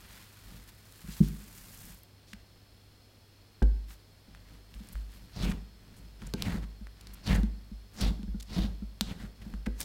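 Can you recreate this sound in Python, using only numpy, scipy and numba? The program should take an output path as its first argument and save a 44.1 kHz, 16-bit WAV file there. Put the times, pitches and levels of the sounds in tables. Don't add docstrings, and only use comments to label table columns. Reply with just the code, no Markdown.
import sys
import numpy as np
from scipy import signal
from scipy.fft import rfft, irfft
from scipy.io import wavfile
from numba import njit

SR = 44100
rng = np.random.default_rng(int(sys.argv[2]) if len(sys.argv) > 2 else 0)


def store_pcm(level_fs):
    pcm = np.round(np.clip(level_fs, -1, 1) * 32767).astype(np.int16)
    wavfile.write(sys.argv[1], SR, np.atleast_2d(pcm).T)


N = 433944
T = np.arange(N) / SR

# (crest time [s], build-up [s], run-out [s],
# relative crackle level [dB], relative fine crackle level [dB], relative tug level [dB],
# nominal pitch of closed air gap [Hz], nominal pitch of open air gap [Hz])
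PEELS = [(5.435, 0.081, 0.077, -42.5, -51, -36, 4300, 2400),
         (6.465, 0.085, 0.11, -45.5, -52, -38.5, 2500, 1670),
         (7.288, 0.029, 0.078, -37, -48, -33, 4460, 1800),
         (8.02, 0.039, 0.071, -40, -50, -35.5, 5300, 3670),
         (8.572, 0.077, 0.089, -44, -53.5, -37.5, 4300, 3600),
         (9.112, 0.088, 0.018, -50, -59, -44, 3600, 1500),
         (9.21, 0.033, 0.052, -54, -58.5, -51, 1700, 1620),
         (9.812, 0.011, 0.013, -44, -36.5, -47, 5500, 4900)]
# (frequency [Hz], level [dB])
MAT_TONE = [(150, -25), (350, -7.5), (650, 2), (1200, 0.5), (1700, -0.5), (4500, -3.5), (6300, -17),
            (9000, -25), (16000, -52)]
# (frequency [Hz], level [dB])
PEEL_TREBLE = [(3000, -6), (6000, -1), (8000, -2.5), (16000, -10)]
# (time [s], relative crackle level [dB])
STRETCH = [(0.0, -59), (0.23, -54), (0.25, -61), (0.52, -59), (0.66, -62.5), (0.69, -55), (0.71, -65.5),
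           (1.07, -57), (1.1, -52), (1.39, -57.5), (1.9, -55), (2.0, -69)]
# (middle time [s], time from middle to 1/e^2 of the gain [s],
# relative crackle level [dB], relative fine crackle level [dB], relative tug level [dB])
SQUEEZES = [(0.533, 0.12, -63.5, -58, -53), (1.62, 0.24, -75, -51, -60), (1.891, 0.093, -59.5, -52, -55),
            (3.914, 0.04, -54, -46, -75), (4.352, 0.12, -67, -75.5, -61), (4.53, 0.093, -62, -61.5, -56.5),
            (4.89, 0.26, -60.5, -54.5, -56.5), (5.147, 0.065, -62, -55, -62),
            (5.275, 0.15, -64, -60, -57.5), (5.973, 0.23, -64.5, -63.5, -55),
            (6.259, 0.09, -58.5, -60, -46.5), (7.11, 0.23, -60, -64, -55.5),
            (7.965, 0.054, -58, -51, -52.5), (9.492, 0.14, -63, -61, -48.5)]
# (frequency [Hz], level [dB])
STRAND_TONE = [(200, 7.5), (450, -10.5), (900, -0.5), (1700, 2.5), (2500, 0), (4500, -2), (7000, -11.5),
               (15000, -32)]
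# (frequency [Hz], level [dB])
FINE_TONE = [(2500, -18), (5000, -4), (8000, 0), (11000, -1), (14000, 0), (16000, -4)]
# (frequency [Hz], level [dB])
RUMBLE_TONE = [(25, -12), (60, 0), (130, -4.0), (200, -2.0), (270, -11.5), (400, -20), (800, -25.5), (3000, -49.5)]
# (time [s], level of the ringing [dB], pitch [Hz])
POPS = [(0.9235, -38, 8000), (1.946, -36, 13100), (1.989, -41, 12000), (2.034, -34, 13200),
        (4.349, -34.5, 1730), (4.741, -34, 3100), (4.888, -33, 9000), (4.955, -32, 1520),
        (6.338, -17.5, 4060), (6.423, -13, 4000), (6.870, -32.5, 1770), (7.071, -31, 4480),
        (7.433, -31, 3740), (8.231, -36.5, 3280), (9.010, -6.5, 3860), (9.013, -19.5, 4500),
        (9.539, -32, 1350), (9.665, -27, 1760), (9.802, -31, 1820), (9.805, -14, 9200)]
# (time [s], level [dB], pitch [Hz], length [s])
SMACKS = [(1.099, -54.5, 4300, 0.058), (1.218, -56, 4470, 0.067), (2.266, -64, 4470, 0.072),
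          (2.33, -45, 2070, 0.0073), (3.623, -49, 2300, 0.01), (4.924, -54, 12000, 0.015),
          (5.424, -50, 4270, 0.036), (5.494, -54, 7500, 0.02), (5.511, -44, 1440, 0.015),
          (5.959, -65, 9000, .04), (6.216, -53, 1550, 0.013), (6.266, -52, 7940, 0.01),
          (6.618, -56.5, 1360, 0.034), (7.009, -53, 5750, 0.0049), (7.133, -53, 12000, 0.016),
          (7.262, -48, 3550, .02), (7.342, -48.5, 7400, 0.026), (8.007, -37.5, 4500, .012),
          (8.397, -50, 4430, 0.016), (8.4245, -49.5, 6230, 0.0075), (9.413, -58, 1830, 0.02),
          (9.658, -46, 1800, 0.015)]
# (time [s], knock level [dB], sway level [dB])
SLAPS = [(3.620, -18.5, -12), (6.338, -25, -34), (9.669, -27.5, -28)]
# (time [s], knock level [dB], sway level [dB])
BOWL_KNOCKS = [(1.039, -39.5, -44), (1.082, -32.5, -40), (1.204, -8.5, -24)]
# (time [s], thud level [dB], sway level [dB])
THUMPS = [(2.332, -42, -47), (4.279, -49, -58), (4.756, -48, -37), (4.804, -41, -62), (4.946, -62, -27),
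          (5.488, -27, -37), (5.518, -36, -25.5), (6.221, -37.5, -39), (6.545, -31, -33),
          (6.811, -40, -36.5), (7.296, -25.5, -18.5), (7.379, -21.5, -22), (7.433, -21.5, -38),
          (7.715, -36.5, -34.5), (8.014, -31, -21.5), (8.058, -28, -31), (8.103, -31, -36),
          (8.193, -33.5, -54), (8.232, -31, -38), (8.279, -33, -25), (8.345, -29, -28.5), (8.576, -27, -22),
          (8.646, -29, -50), (8.822, -30.5, -32), (9.012, -25, -34), (9.108, -31, -50), (9.234, -34.5, -56),
          (9.463, -36, -68), (9.536, -33.5, -29), (9.668, -27, -49)]
# (nominal frequency [Hz], relative level [dB], 60 dB decay time [s])
BOWL = [(155.4, 2, 0.13), (204.3, 0.5, 0.14), (245, -14, 0.17), (305, -14, 0.12), (376, -21.5, 0.13),
        (444, -26, 0.095)]
# (nominal frequency [Hz], relative level [dB], 60 dB decay time [s])
TABLE = [(132, 5.5, 0.069), (199, 4, 0.11), (243.5, 2.5, 0.14), (309, -6.5, 0.19), (363, -19, 0.23),
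         (412, -8, 0.096), (500, -7, 0.12), (868, -11, 0.084), (1567, -6, 0.044)]
# (frequency [Hz], level [dB])
ECHO_TONE = [(60, -5.5), (300, 4.5), (4500, 0.5), (8000, 1.0), (16000, -39)]
# (frequency [Hz], level [dB])
KITCHEN = [(30, -15), (50, -2.5), (75, -8.5), (200, -13.5), (500, -20), (1000, -26), (3000, -28.5),
           (5000, -29), (6500, -35.5), (16000, -37.5)]
# (centre [Hz], width before narrowing [Hz], level [dB])
HISS = [(3340, 200, -80), (4296, 400, -73), (5180, 320, -76)]

PEEL_ATTACK_DB_PER_S, PEEL_SWELL_DB, PEEL_SAG_DB, PEEL_RELEASE_DB_PER_S = 550, 10.5, 5.5, 600
TUG_LAG_S, TUG_RELEASE_DB_PER_S = 0.012, 216
GAP_OPENS_S = 0.0088
THINNING_DB_PER_S = 5
THUD_HZ, LEAN_DB = 206, -16
SWAY_HZ, SWAY_T60_S = 51.43, 0.55
KITCHEN_DB, HUM_HZ, HUM_DB = -60, 100.2, -62
TOP_HZ = 15900


def peels(rate=5000, scatter_db=4.0, gap_width=0.56, gap_db=-2, mat_db=-3, fine_db=-2, jerk_db=2, flutter=0.045):
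    coarse_gain, fine_gain, pull = np.zeros(N), np.zeros(N), np.zeros(N)
    gap_hz = np.full(N, float(PEELS[0][-2]))
    t = T[:SR] - .5
    for crest, build_s, run_s, crackle_db, treble_db, tug_db, closed_hz, open_hz in PEELS:
        start = crest + t[0]
        speed = stroke(t, build_s, run_s, PEEL_RELEASE_DB_PER_S)
        tug = stroke(t, build_s, run_s, TUG_RELEASE_DB_PER_S)
        add(coarse_gain, start, undb(crackle_db) * speed)
        add(fine_gain, start, undb(treble_db) * speed)
        add(pull, start + TUG_LAG_S, undb(tug_db) * tug)
        begun = T > crest - 2 * build_s
        still_closed = (1 - np.tanh((T[begun] - crest) / (2 * GAP_OPENS_S))) / 2
        gap_hz[begun] = open_hz + (closed_hz - open_hz) * still_closed
    jerk = unit(band(rng.standard_normal(N), 23, 55))
    gap_hz = gap_hz * np.exp(flutter * jerk)
    mat, gap, fine = (undb(jerk_db * jerk) * snaps(rate, scatter_db) for _ in range(3))
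    for _ in range(2):
        gap = band(gap, gap_hz, gap_width * gap_hz)
    gap = unit(gap / np.sqrt(gap_hz))
    coarse = coarse_gain * (undb(gap_db) * gap + undb(mat_db) * colour(mat, MAT_TONE))
    fine = fine_gain * undb(fine_db) * colour(fine, PEEL_TREBLE)
    return coarse + fine + tugs(pull, knock_db=6.5, sway_db=3.0)


def stroke(t, build_s, run_s, release):
    attack = PEEL_ATTACK_DB_PER_S * np.minimum(t + build_s, 0)
    swell = PEEL_SWELL_DB * np.clip(t / build_s, -1, 0)
    sag = PEEL_SAG_DB * np.clip(t / run_s, 0, 1)
    return undb(attack + swell - sag - release * np.maximum(t - run_s, 0))


def stretch(release_s=0.047):
    s, db = np.transpose(STRETCH)
    pull = undb(np.interp(T, s, db)) * np.exp(-np.maximum(T - s[-1], 0) / release_s)
    thin = undb(THINNING_DB_PER_S * np.minimum(T, s[-1]) / 2)
    return strands(pull / thin, pull * thin, pull, rate=4500, scatter_db=4.0,
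                   crackle_db=0, fine_db=-4, tug_db=-11.5)


def squeeze():
    coarse_gain, fine_gain, pull = np.zeros(N), np.zeros(N), np.zeros(N)
    for middle, spread_s, coarse_db, treble_db, pull_db in SQUEEZES:
        grip = np.exp(-2 * ((T - middle) / spread_s) ** 2)
        coarse_gain += undb(coarse_db) * grip
        fine_gain += undb(treble_db) * grip
        pull += undb(pull_db) * grip
    return strands(coarse_gain, fine_gain, pull, rate=1500, scatter_db=4.0,
                   crackle_db=-1.5, fine_db=-10.5, tug_db=0)


def strands(coarse_gain, fine_gain, pull, rate, scatter_db, crackle_db, fine_db, tug_db, clump_db=1.7, lone=0.4):
    clumps = undb(clump_db * unit(band(rng.standard_normal(N), 15, 25)))
    coarse = coarse_gain * colour(snaps(rate, scatter_db), STRAND_TONE)
    fibres = snaps(rate, scatter_db) + lone * snaps(100, 6.2)
    fine = fine_gain * colour(fibres, FINE_TONE)
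    rumble = tugs(pull, knock_db=0.5, sway_db=5)
    return clumps * (undb(crackle_db) * coarse + undb(fine_db) * fine) + undb(tug_db) * rumble


def snaps(rate, scatter_db, size=N):
    strength = undb(scatter_db * np.clip(rng.standard_normal(size), -3, 3))
    chance = np.minimum(rate / SR, 1)
    breaks = rng.random(size) < chance
    return unit(strength) * rng.choice([-1, 1], size) * breaks / np.sqrt(chance)


def tugs(effort, knock_db, sway_db):
    force = effort * snaps(700, 2.4)
    body = colour(force, RUMBLE_TONE) * np.std(force)
    legs = sway()
    swaying = signal.fftconvolve(force, legs / np.linalg.norm(legs))[:N]
    return undb(knock_db) * body + undb(sway_db) * swaying


def pops(cycles=0.49, ring_s=0.00016, crack=0.13, crack_s=0.0025, snap=0.7):
    out, t = np.zeros(N), T[:SR // 50]
    for s, db, hz in POPS:
        pocket = np.sin(2 * np.pi * hz * t) * np.exp(-t / (ring_s + cycles / hz))
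        crackle = crack * rng.standard_normal(len(t)) * np.exp(-t / crack_s)
        tear = crackle - snap * (t == 0)
        add(out, s, undb(db) * (pocket + band(tear, hz, 3 * hz)))
    return out


def smacks(rate=7000, scatter_db=5):
    out = np.zeros(N)
    for s, db, hz, length_s in SMACKS:
        size = int(max(length_s, .002) * SR)
        burst = snaps(rate, scatter_db, size=size) * signal.windows.tukey(size, .5)
        padded = np.pad(burst, (0, 64))
        add(out, s, undb(db) * unit(band(padded, hz, .8 * hz)))
    return out


def thumps(top_db=-13):
    blows = [(*row, slap()) for row in SLAPS]
    blows += [(*row, ring(BOWL)) for row in BOWL_KNOCKS]
    for s, db, sway_db in THUMPS:
        hand_load = undb(sway_db - LEAN_DB) ** 2 / 2
        body = thud(THUD_HZ / (1 + hand_load)) + undb(top_db) * ring(TABLE, detune=0.053)
        blows.append((s, db, sway_db, body))
    out = np.zeros(N)
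    for s, db, sway_db, body in blows:
        add(out, s, undb(db) * body)
        add(out, s, -undb(sway_db) * sway())
    return out


def slap(smear=0.44, smear_s=0.011, rush_hz=235, rush_width_hz=260):
    t, rush = T[:SR // 2], rng.standard_normal(SR // 2)
    for _ in range(2):
        rush = band(rush, rush_hz, rush_width_hz)
    return ring(TABLE) + smear * unit(rush) * np.exp(-t / smear_s)


def thud(hz, swell_s=0.0063, sag=0.037):
    t = T[:SR // 2]
    pitch_hz = hz * (1 + sag * (np.exp(-t / (2 * swell_s)) - .5))
    phase = 2 * np.pi * np.cumsum(pitch_hz) / SR
    return t / swell_s * np.exp(1 - t / swell_s) * np.sin(phase)


def ring(modes, detune=0.0057):
    t, out = T[:SR // 2], 0
    for k, (hz, db, t60_s) in enumerate(modes):
        hz = hz * (1 + detune * rng.standard_normal())
        decay = np.exp(-np.log(1000) * t / t60_s)
        out = out + (-1) ** k * undb(db) * decay * np.sin(2 * np.pi * hz * t)
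    return out / np.abs(out).max()


def sway(rise_s=0.0094):
    t = T[:SR]
    decay = np.exp(-np.log(1000) * t / SWAY_T60_S)
    return np.sin(2 * np.pi * SWAY_HZ * t) * (1 - np.exp(-t / rise_s)) * decay


def room(x, wet_db, t60_s=0.53, treble_t60_s=0.45, gap_s=0.00592):
    t = T[:SR // 2]
    low = colour(rng.standard_normal(len(t)), ECHO_TONE)
    high = colour(rng.standard_normal(len(t)), FINE_TONE)
    low = low * np.exp(-np.log(1000) * t / t60_s)
    high = 0.6 * high * np.exp(-np.log(1000) * t / treble_t60_s)
    tail = (low + high) * (t > gap_s)
    return x + undb(wet_db) * signal.fftconvolve(x, tail / np.linalg.norm(tail))[:N]


def kitchen():
    out = undb(KITCHEN_DB) * colour(rng.standard_normal(N), KITCHEN)
    for hz, width, db in HISS:
        hiss = rng.standard_normal(N)
        for _ in range(2):
            hiss = band(hiss, hz, 0.93 * width)
        out += undb(db) * unit(hiss)
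    return out + undb(HUM_DB) * np.sqrt(2) * np.sin(2 * np.pi * HUM_HZ * T)


def undb(db):
    return 10 ** (np.asarray(db) / 20)


def unit(x):
    return x / np.sqrt(np.mean(x ** 2) + 1e-18)


def add(out, s, x):
    i = int(np.clip(s * SR, 0, N - 1))
    out[i:i + len(x)] += x[:N - i]


def colour(x, points):
    hz, db = np.transpose(points)
    f = np.maximum(np.fft.rfftfreq(len(x), 1 / SR), 1)
    gain = undb(np.interp(np.log(f), np.log(hz), db))
    return unit(irfft(rfft(x) * gain, len(x)))


@njit
def svf(x, hz, width):
    y, b, l = np.empty(len(x)), 0., 0.
    for i in range(len(x)):
        g, k = np.tan(np.pi * min(hz[i] / SR, .45)), width[i] / hz[i]
        v = (b + g * (x[i] - l)) / (1 + g * (g + k))
        b, l, y[i] = 2 * v - b, l + 2 * g * v, k * v
    return y


def band(x, hz, width):
    return svf(x, hz * np.ones(len(x)), width * np.ones(len(x)))


def scene():
    dough = peels() + stretch() + squeeze() + pops() + smacks()
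    return (room(dough + thumps(), wet_db=-16.5) + kitchen())[None]


def record(dry):
    return signal.sosfilt(signal.ellip(10, .2, 80, TOP_HZ, fs=SR, output="sos"), dry)


dry = scene()
out = record(dry)
store_pcm(out)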